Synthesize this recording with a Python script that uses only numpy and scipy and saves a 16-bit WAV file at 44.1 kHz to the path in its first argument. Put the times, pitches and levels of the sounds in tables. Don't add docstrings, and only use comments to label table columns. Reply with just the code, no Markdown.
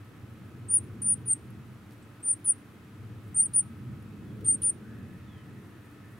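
import sys
import numpy as np
from scipy import signal
from scipy.fft import rfft, irfft, next_fast_len
from scipy.io import wavfile
from scipy.ndimage import uniform_filter1d, map_coordinates

SR = 44100
rng = np.random.default_rng(int(sys.argv[2]) if len(sys.argv) > 2 else 0)


def transcribe(signal):
    frames = np.atleast_2d(signal).T
    limited = np.clip(frames, -1, 1)
    pcm = np.round(limited * 32767).astype(np.int16)
    wavfile.write(sys.argv[1], SR, pcm)


N = 272979


def amp(db):
    return 10 ** (np.asarray(db) / 20)


def unit(x):
    return x / np.sqrt(np.mean(x ** 2) + 1e-20)


def clock():
    return np.arange(N) / SR


def along(points, hz):
    freqs, values = np.transpose(points)
    return np.interp(np.log(hz + 1), np.log(freqs + 1), values)


def wobble(rate, size=N):
    knots = rng.standard_normal(int(size * rate / SR) + 4)
    return map_coordinates(knots, [np.arange(size) * rate / SR])


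def filtered(x, response):
    size = next_fast_len(x.shape[-1] + 8192)
    return irfft(rfft(x, size) * response(np.fft.rfftfreq(size, 1 / SR)), size)[..., :x.shape[-1]]


def tone(hz):
    return np.sqrt(2) * np.sin(2 * np.pi * np.cumsum(hz) / SR)


def add(track, start, sound):
    part = track[max(round(start * SR), 0):][:len(sound)]
    part += sound[:len(part)]


def reverb(x, t60, spread):
    t = np.arange(SR // 2) / SR
    tails = rng.standard_normal((2, len(t))) * amp(-60 * t / t60) * (1 - np.exp(-t / 0.0032))
    mid, side = signal.fftconvolve(x[None], tails / np.linalg.norm(tails[0]), axes=1)[:, :N]
    return np.array([mid + spread * side, mid - spread * side])


# frequency in Hz, left-right correlation from 0 to 1.
BED_CORRELATION = [(30, 0.7), (80, .98), (180, 0.92), (350, 0.88), (700, 0.79), (1400, .62), (2800, .34),
                   (6000, 0.42), (13000, .05)]


def noise_bed(spectrum):
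    def colour(hz):
        width = np.arccos(np.clip(along(BED_CORRELATION, hz), -1, 1)) / 2
        return amp(along(spectrum, hz)) * np.array([np.cos(width), np.sin(width)])
    mid, side = filtered(rng.standard_normal((2, N)), colour)
    return np.array([mid + side, mid - side]) / np.std(mid)


# frequency in Hz, relative level in dB.
DEEP_EQ = [(15, -30.5), (35, -25.5), (55, -17), (75, -9), (95, 1), (122, 2.5), (145, -5.5), (175, -18),
           (260, -37), (500, -89)]
MIDDLE_EQ = [(90, -35.5), (150, -7), (195, 1.5), (238, -0.5), (265, -14), (330, -36.5), (600, -78.5)]
UPPER_EQ = [(150, -34), (250, -8), (295, 0.5), (335, -2), (385, -8.5), (435, -7), (540, -18), (800, -34.5),
            (2000, -72)]
# time in seconds, then deep, middle and upper level in dB.
RUMBLE_FADERS = [(0.0, -49, -58.5, -57), (0.5, -48, -51.5, -56), (0.85, -45.5, -51, -52.5),
                 (1.07, -45, -44, -54), (1.26, -45.5, -48.5, -54), (1.38, -48.5, -55, -53.5),
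                 (1.56, -43.5, -50, -58), (1.85, -51.5, -54, -59), (2.25, -53, -56, -57.5),
                 (2.94, -51, -56, -57.5), (3.05, -44, -54, -54.5), (3.68, -48, -48.5, -56.5),
                 (3.92, -40.5, -47.5, -55), (4.13, -50, -48.5, -55), (4.42, -41, -43, -47),
                 (4.75, -50, -51, -53), (4.98, -45, -47, -52.5), (5.25, -47, -52, -57.5),
                 (5.58, -47.5, -51, -55), (5.75, -53, -58, -56), (6.19, -50.5, -55.5, -58.5)]


def rumble():
    times, *faders = np.transpose(RUMBLE_FADERS)
    bands = zip(faders, (DEEP_EQ, MIDDLE_EQ, UPPER_EQ))
    return sum(amp(np.interp(clock(), times, db)) * noise_bed(eq) for db, eq in bands)


# frequency in Hz, relative level in dB.
AIR_EQ = [(200, -15.5), (550, 1), (900, -0.5), (1300, 2.5), (1800, -1), (2500, -5), (3500, -9.5),
          (5000, -15.5), (7000, -17.5), (11000, -19.5), (15500, -21)]
# pitch in Hz, level in dB.
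MACHINE_TONES = [(293, -64.5), (1283, -72.5), (2567, -78.5)]


def air(hiss_db=-60.5, drift=.0015, flutter_db=2, wander_db=-0.02):
    whine = sum(amp(db + flutter_db * wobble(6)) * tone(hz * (1 + drift * wobble(12)))
                for hz, db in MACHINE_TONES)
    return amp(hiss_db + wander_db * wobble(3)) * noise_bed(AIR_EQ) + whine


def motor(start_s=4.79, spin_up_s=.15, start_hz=1480, full_hz=1826, db=-67.5, surge_db=6.5):
    t = np.maximum(clock() - start_s, 0)
    hz = full_hz + (start_hz - full_hz) * np.exp(-t / spin_up_s)
    surge = np.exp(-((t - 0.12) / 0.085) ** 2)
    roughness = 0.05 + .03 * surge
    whine = tone(hz * (1 + roughness * wobble(300)))
    fade_in = np.minimum(t / .05, 1)
    return reverb(amp(db + surge_db * surge) * fade_in * whine, t60=0.14, spread=0.44)


# start and length in seconds, first and last pitch in Hz,
# level in dB ahead of the direct and reverb faders.
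FAR_WHISTLES = [(4.21, .22, 3635, 2950, -72.5), (5.206, .33, 3900, 2534, -62.5)]


def far_bird(waver=.004, flutter_db=3, crest=0.38, slope_db=26, direct_db=-5, wet_db=-9):
    out = np.zeros(N)
    for start, length, start_hz, end_hz, db in FAR_WHISTLES:
        progress = np.linspace(0, 1, round(length * SR))
        hz = start_hz * (end_hz / start_hz) ** progress * (1 + waver * wobble(120, len(progress)))
        level = db - slope_db * np.abs(progress - crest) + flutter_db * wobble(45, len(progress))
        fades = np.sqrt(np.abs(np.sin(np.pi * progress)))
        add(out, start, amp(level) * fades * tone(hz))
    return amp(direct_db) * out + amp(wet_db) * reverb(out, t60=.22, spread=.7)


# delay in seconds, gain in dB.
OVERHANG_ECHOES = [(.0052, -28), (0.011, -23), (0.0184, -29), (.031, -37.5)]


def overhang(x, left_db=1, left_lead_s=4.5e-6, short_db=-29, long_db=-37):
    sides = np.array([[1], [-1]])
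    direct = filtered(x, lambda hz: np.exp(1j * np.pi * hz * left_lead_s * sides))
    direct *= amp(left_db * sides / 2)
    echoes = sum(amp(db) * np.pad(x, (round(delay * SR), 0))[:N] for delay, db in OVERHANG_ECHOES)
    short_tail = amp(short_db) * reverb(x, t60=.09, spread=1.3)
    long_tail = amp(long_db) * reverb(x, t60=.29, spread=.9)
    return direct + echoes + short_tail + long_tail


# frequency in Hz, relative level in dB.
STRAW_EQ = [(3000, -35), (6000, -11.5), (9000, 0), (11500, -1), (15500, -3.5)]


def rustle(db=-74.5, grain_db=3, stir_db=1.5):
    crackle = rng.standard_normal(N) * amp(grain_db * wobble(500) + stir_db * wobble(11))
    return amp(db) * unit(filtered(crackle, lambda hz: amp(along(STRAW_EQ, hz))))


# frequency in Hz, relative level in dB.
TICK_EQ = [(1900, -39.5), (2750, 2.5), (4200, 0), (6200, -4.5), (9000, -7), (15000, -22)]
# start in seconds, time to decay by 60 dB in seconds, tick level
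# in dB, snap level in dB, snap centre in Hz, snap width in octaves.
BILL_AND_STRAW_CLICKS = [(1.020, 0.069, -61.5, -54.5, 10990, .55), (1.306, .018, -61, -56, 10010, .45),
                         (1.307, 0.045, -71, -44, 9980, .08), (1.331, 0.053, -65.5, -53, 11300, .09),
                         (1.340, 0.022, -56, -56.5, 7000, .25), (1.503, .06, -78.5, -62, 11140, .14),
                         (1.908, 0.041, -59.5, -68, 8000, .5), (1.920, .1, -68, -65.5, 11000, .4),
                         (2.025, 0.074, -71.5, -63.5, 8300, .09), (2.446, .035, -57, -56.5, 11000, .45),
                         (2.468, 0.028, -58.5, -56, 8550, .3), (3.535, 0.02, -53, -50, 12960, .6),
                         (3.544, 0.021, -57.5, -58.5, 6000, .2), (4.022, .05, -74, -64, 10900, .13),
                         (4.408, .06, -64, -64.5, 13060, .4), (4.448, .04, -58.5, -64.5, 12530, .3),
                         (4.456, 0.026, -55.5, -62, 12870, .3), (4.621, 0.0397, -48.5, -50, 12030, .5),
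                         (4.631, .025, -56, -67, 6000, .3)]


def clicks(attack_s=0.00068, crackle_db=3):
    out, t = np.zeros(N), np.arange(SR // 6) / SR
    for start, t60, tick_db, snap_db, centre_hz, octaves in BILL_AND_STRAW_CLICKS:
        tick = filtered(rng.standard_normal(len(t)), lambda hz: amp(along(TICK_EQ, hz)))
        snap_band = lambda hz: np.exp(-.5 * (np.log2((hz + 1) / centre_hz) / octaves) ** 2)
        snap = filtered(rng.standard_normal(len(t)), snap_band)
        burst = amp(tick_db) * unit(tick) + amp(snap_db) * unit(snap)
        add(out, start, burst * amp(-60 * t / t60) * (1 - np.exp(-t / attack_s)))
    return out * amp(crackle_db * wobble(600))


def whistle(hz, db, rasp, edge_s=0.0045, quiver=.0009):
    t = np.arange(len(hz)) / SR
    tremble = 1 + quiver * wobble(130, len(t)) + rasp * wobble(1200, len(t))
    gate = np.clip(np.minimum(t, t[-1] - t) / edge_s, 0, 1)
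    return amp(db) * np.sin(gate * np.pi / 2) ** 2 * tone(hz * tremble)


# start and length in seconds, opening pitch in Hz, level in dB.
SIDE_NOTES = [(0.777, .016, 9420, -29), (1.017, 0.037, 9370, -32), (1.126, 0.02, 9540, -24.5),
              (1.304, .016, 9650, -31), (1.332, 0.0076, 9200, -27.5), (2.321, 0.021, 9460, -26.5),
              (2.52, 0.0086, 9420, -34.5), (3.434, 0.029, 9570, -28), (3.534, 0.0093, 10400, -36.5),
              (3.599, 0.018, 9250, -25), (4.46, 0.023, 9260, -36), (4.487, .030, 9140, -36),
              (4.520, 0.034, 9380, -27.5), (4.617, .011, 9550, -29), (4.691, 0.017, 9420, -25.5)]


def side_notes(sag_hz=179.8, fade_db=-6.5):
    out = np.zeros(N)
    for start, length, hz, db in SIDE_NOTES:
        progress = np.linspace(0, 1, round(length * SR))
        add(out, start, whistle(hz - sag_hz * progress, db + fade_db * progress, rasp=0.012))
    return out


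def squeak_pitch(t, rise, fall, dip_place, first_hz, dip_hz, second_hz, end_hz,
                 scoop_hz_per_s=33000, dip_flatness=3.5, drop_bend=1.85):
    fall_start = t[-1] - fall
    dip_time = rise + dip_place * (fall_start - rise)
    from_dip = np.interp(t, [rise, dip_time, fall_start], [-1, 0, 1])
    crest_hz = np.where(from_dip < 0, first_hz, second_hz)
    middle = dip_hz + (crest_hz - dip_hz) * np.abs(np.sin(from_dip * np.pi / 2)) ** dip_flatness
    scoop = scoop_hz_per_s * rise * np.maximum(1 - t / rise, 0) ** 2
    falling = np.maximum((t - fall_start) / fall, 0) ** drop_bend
    drop = (second_hz - end_hz) * np.sin(np.pi / 2 * falling) ** 2
    return middle - scoop - drop


def squeak_envelope(t, opening_db, full_from, full_to,
                    onset_db=-30, closing_db=-8, end_db=-20, step_s=0.0067):
    before, after = np.maximum(full_from - t, 0), np.maximum(t - full_to, 0)
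    swell = (onset_db - opening_db) * (before / full_from) ** 2
    step_up = opening_db * np.minimum(before / step_s, 1)
    step_down = closing_db * np.minimum(after / step_s, 1)
    fade = (end_db - closing_db) * (after / (after[-1] + 1e-9)) ** 3.2
    return swell + step_up + step_down + fade


# start, length, rise and fall in seconds, place of the dip between
# the crests from 0 to 1, pitch of first crest, dip, second crest and end in Hz, level in dB,
# opening in dB relative to full voice, start and end of full voice as shares of the length.
BEGGING_SQUEAKS = [ (0.682, 0.11, .036, .036, 0.3, 9320, 9440, 9720, 8330, -17, -4, .5, .82),
                   (1.016, .129, .026, .031, 0.2, 9190, 9175, 9525, 8400, -18.5, -4, 0.56, .86),
                   (1.255, 0.086, .017, .017, .6, 9690, 8810, 8950, 8080, -21, -3.5, 0.65, 1),
                   (2.225, 0.12, 0.036, 0.048, .2, 9346, 9130, 9285, 8370, -20, -3, 0.64, .77),
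                   (2.442, .087, .008, .026, 0.7, 10010, 9280, 9425, 8600, -15.5, -5, 0.66, .77),
                   (3.342, 0.13, .025, 0.03, .45, 9095, 8825, 9510, 8330, -14.5, -4, 0.45, .55),
                   (3.533, 0.08, .020, 0.039, .5, 9630, 9340, 9450, 8620, -16.5, -2.5, 0.38, 0.8),
                   (4.442, 0.12, 0.018, .036, 0.7, 8990, 8780, 9060, 8430, -16, -5, 0.39, .6),
                   (4.619, .093, 0.026, 0.034, .45, 9480, 9250, 9280, 8510, -22.5, -1, 0.25, .88)]
VOICE_CATCHES = [0.731, 0.7365, 0.776, 1.079, 2.514, 3.415, 3.557, 4.470, 4.627]


def nestlings(catch_db=-11.5, catch_s=.0015, shimmer_db=1.02):
    voice = np.zeros(N)
    for start, length, *contour, db, opening_db, full_from, full_to in BEGGING_SQUEAKS:
        t = np.arange(round(length * SR)) / SR
        level = db + squeak_envelope(t, opening_db, full_from * length, full_to * length)
        add(voice, start, whistle(squeak_pitch(t, *contour), level, rasp=0.00069))
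    voice += side_notes()
    catches = sum(np.exp(-((clock() - at) / catch_s) ** 2) for at in VOICE_CATCHES)
    return voice * amp(catch_db * catches + shimmer_db * wobble(150))


def scene():
    nest = overhang(nestlings() + clicks() + rustle())
    return nest + far_bird() + rumble() + air() + motor()


def record(dry):
    threshold_db, share_removed, reaction_s, top_hz = -30, .25, 0.0086, 15800
    power = np.abs(uniform_filter1d(np.mean(dry ** 2, axis=0), size=661))
    excess_db = np.maximum(10 * np.log10(power + 1e-12) - threshold_db, 0)
    pole = np.exp(-1 / (reaction_s * SR))
    duck_db = signal.lfilter([1 - pole], [1, -pole], share_removed * excess_db)
    return filtered(dry * amp(-duck_db), lambda hz: hz < top_hz)


dry = scene()
out = record(dry)
transcribe(out)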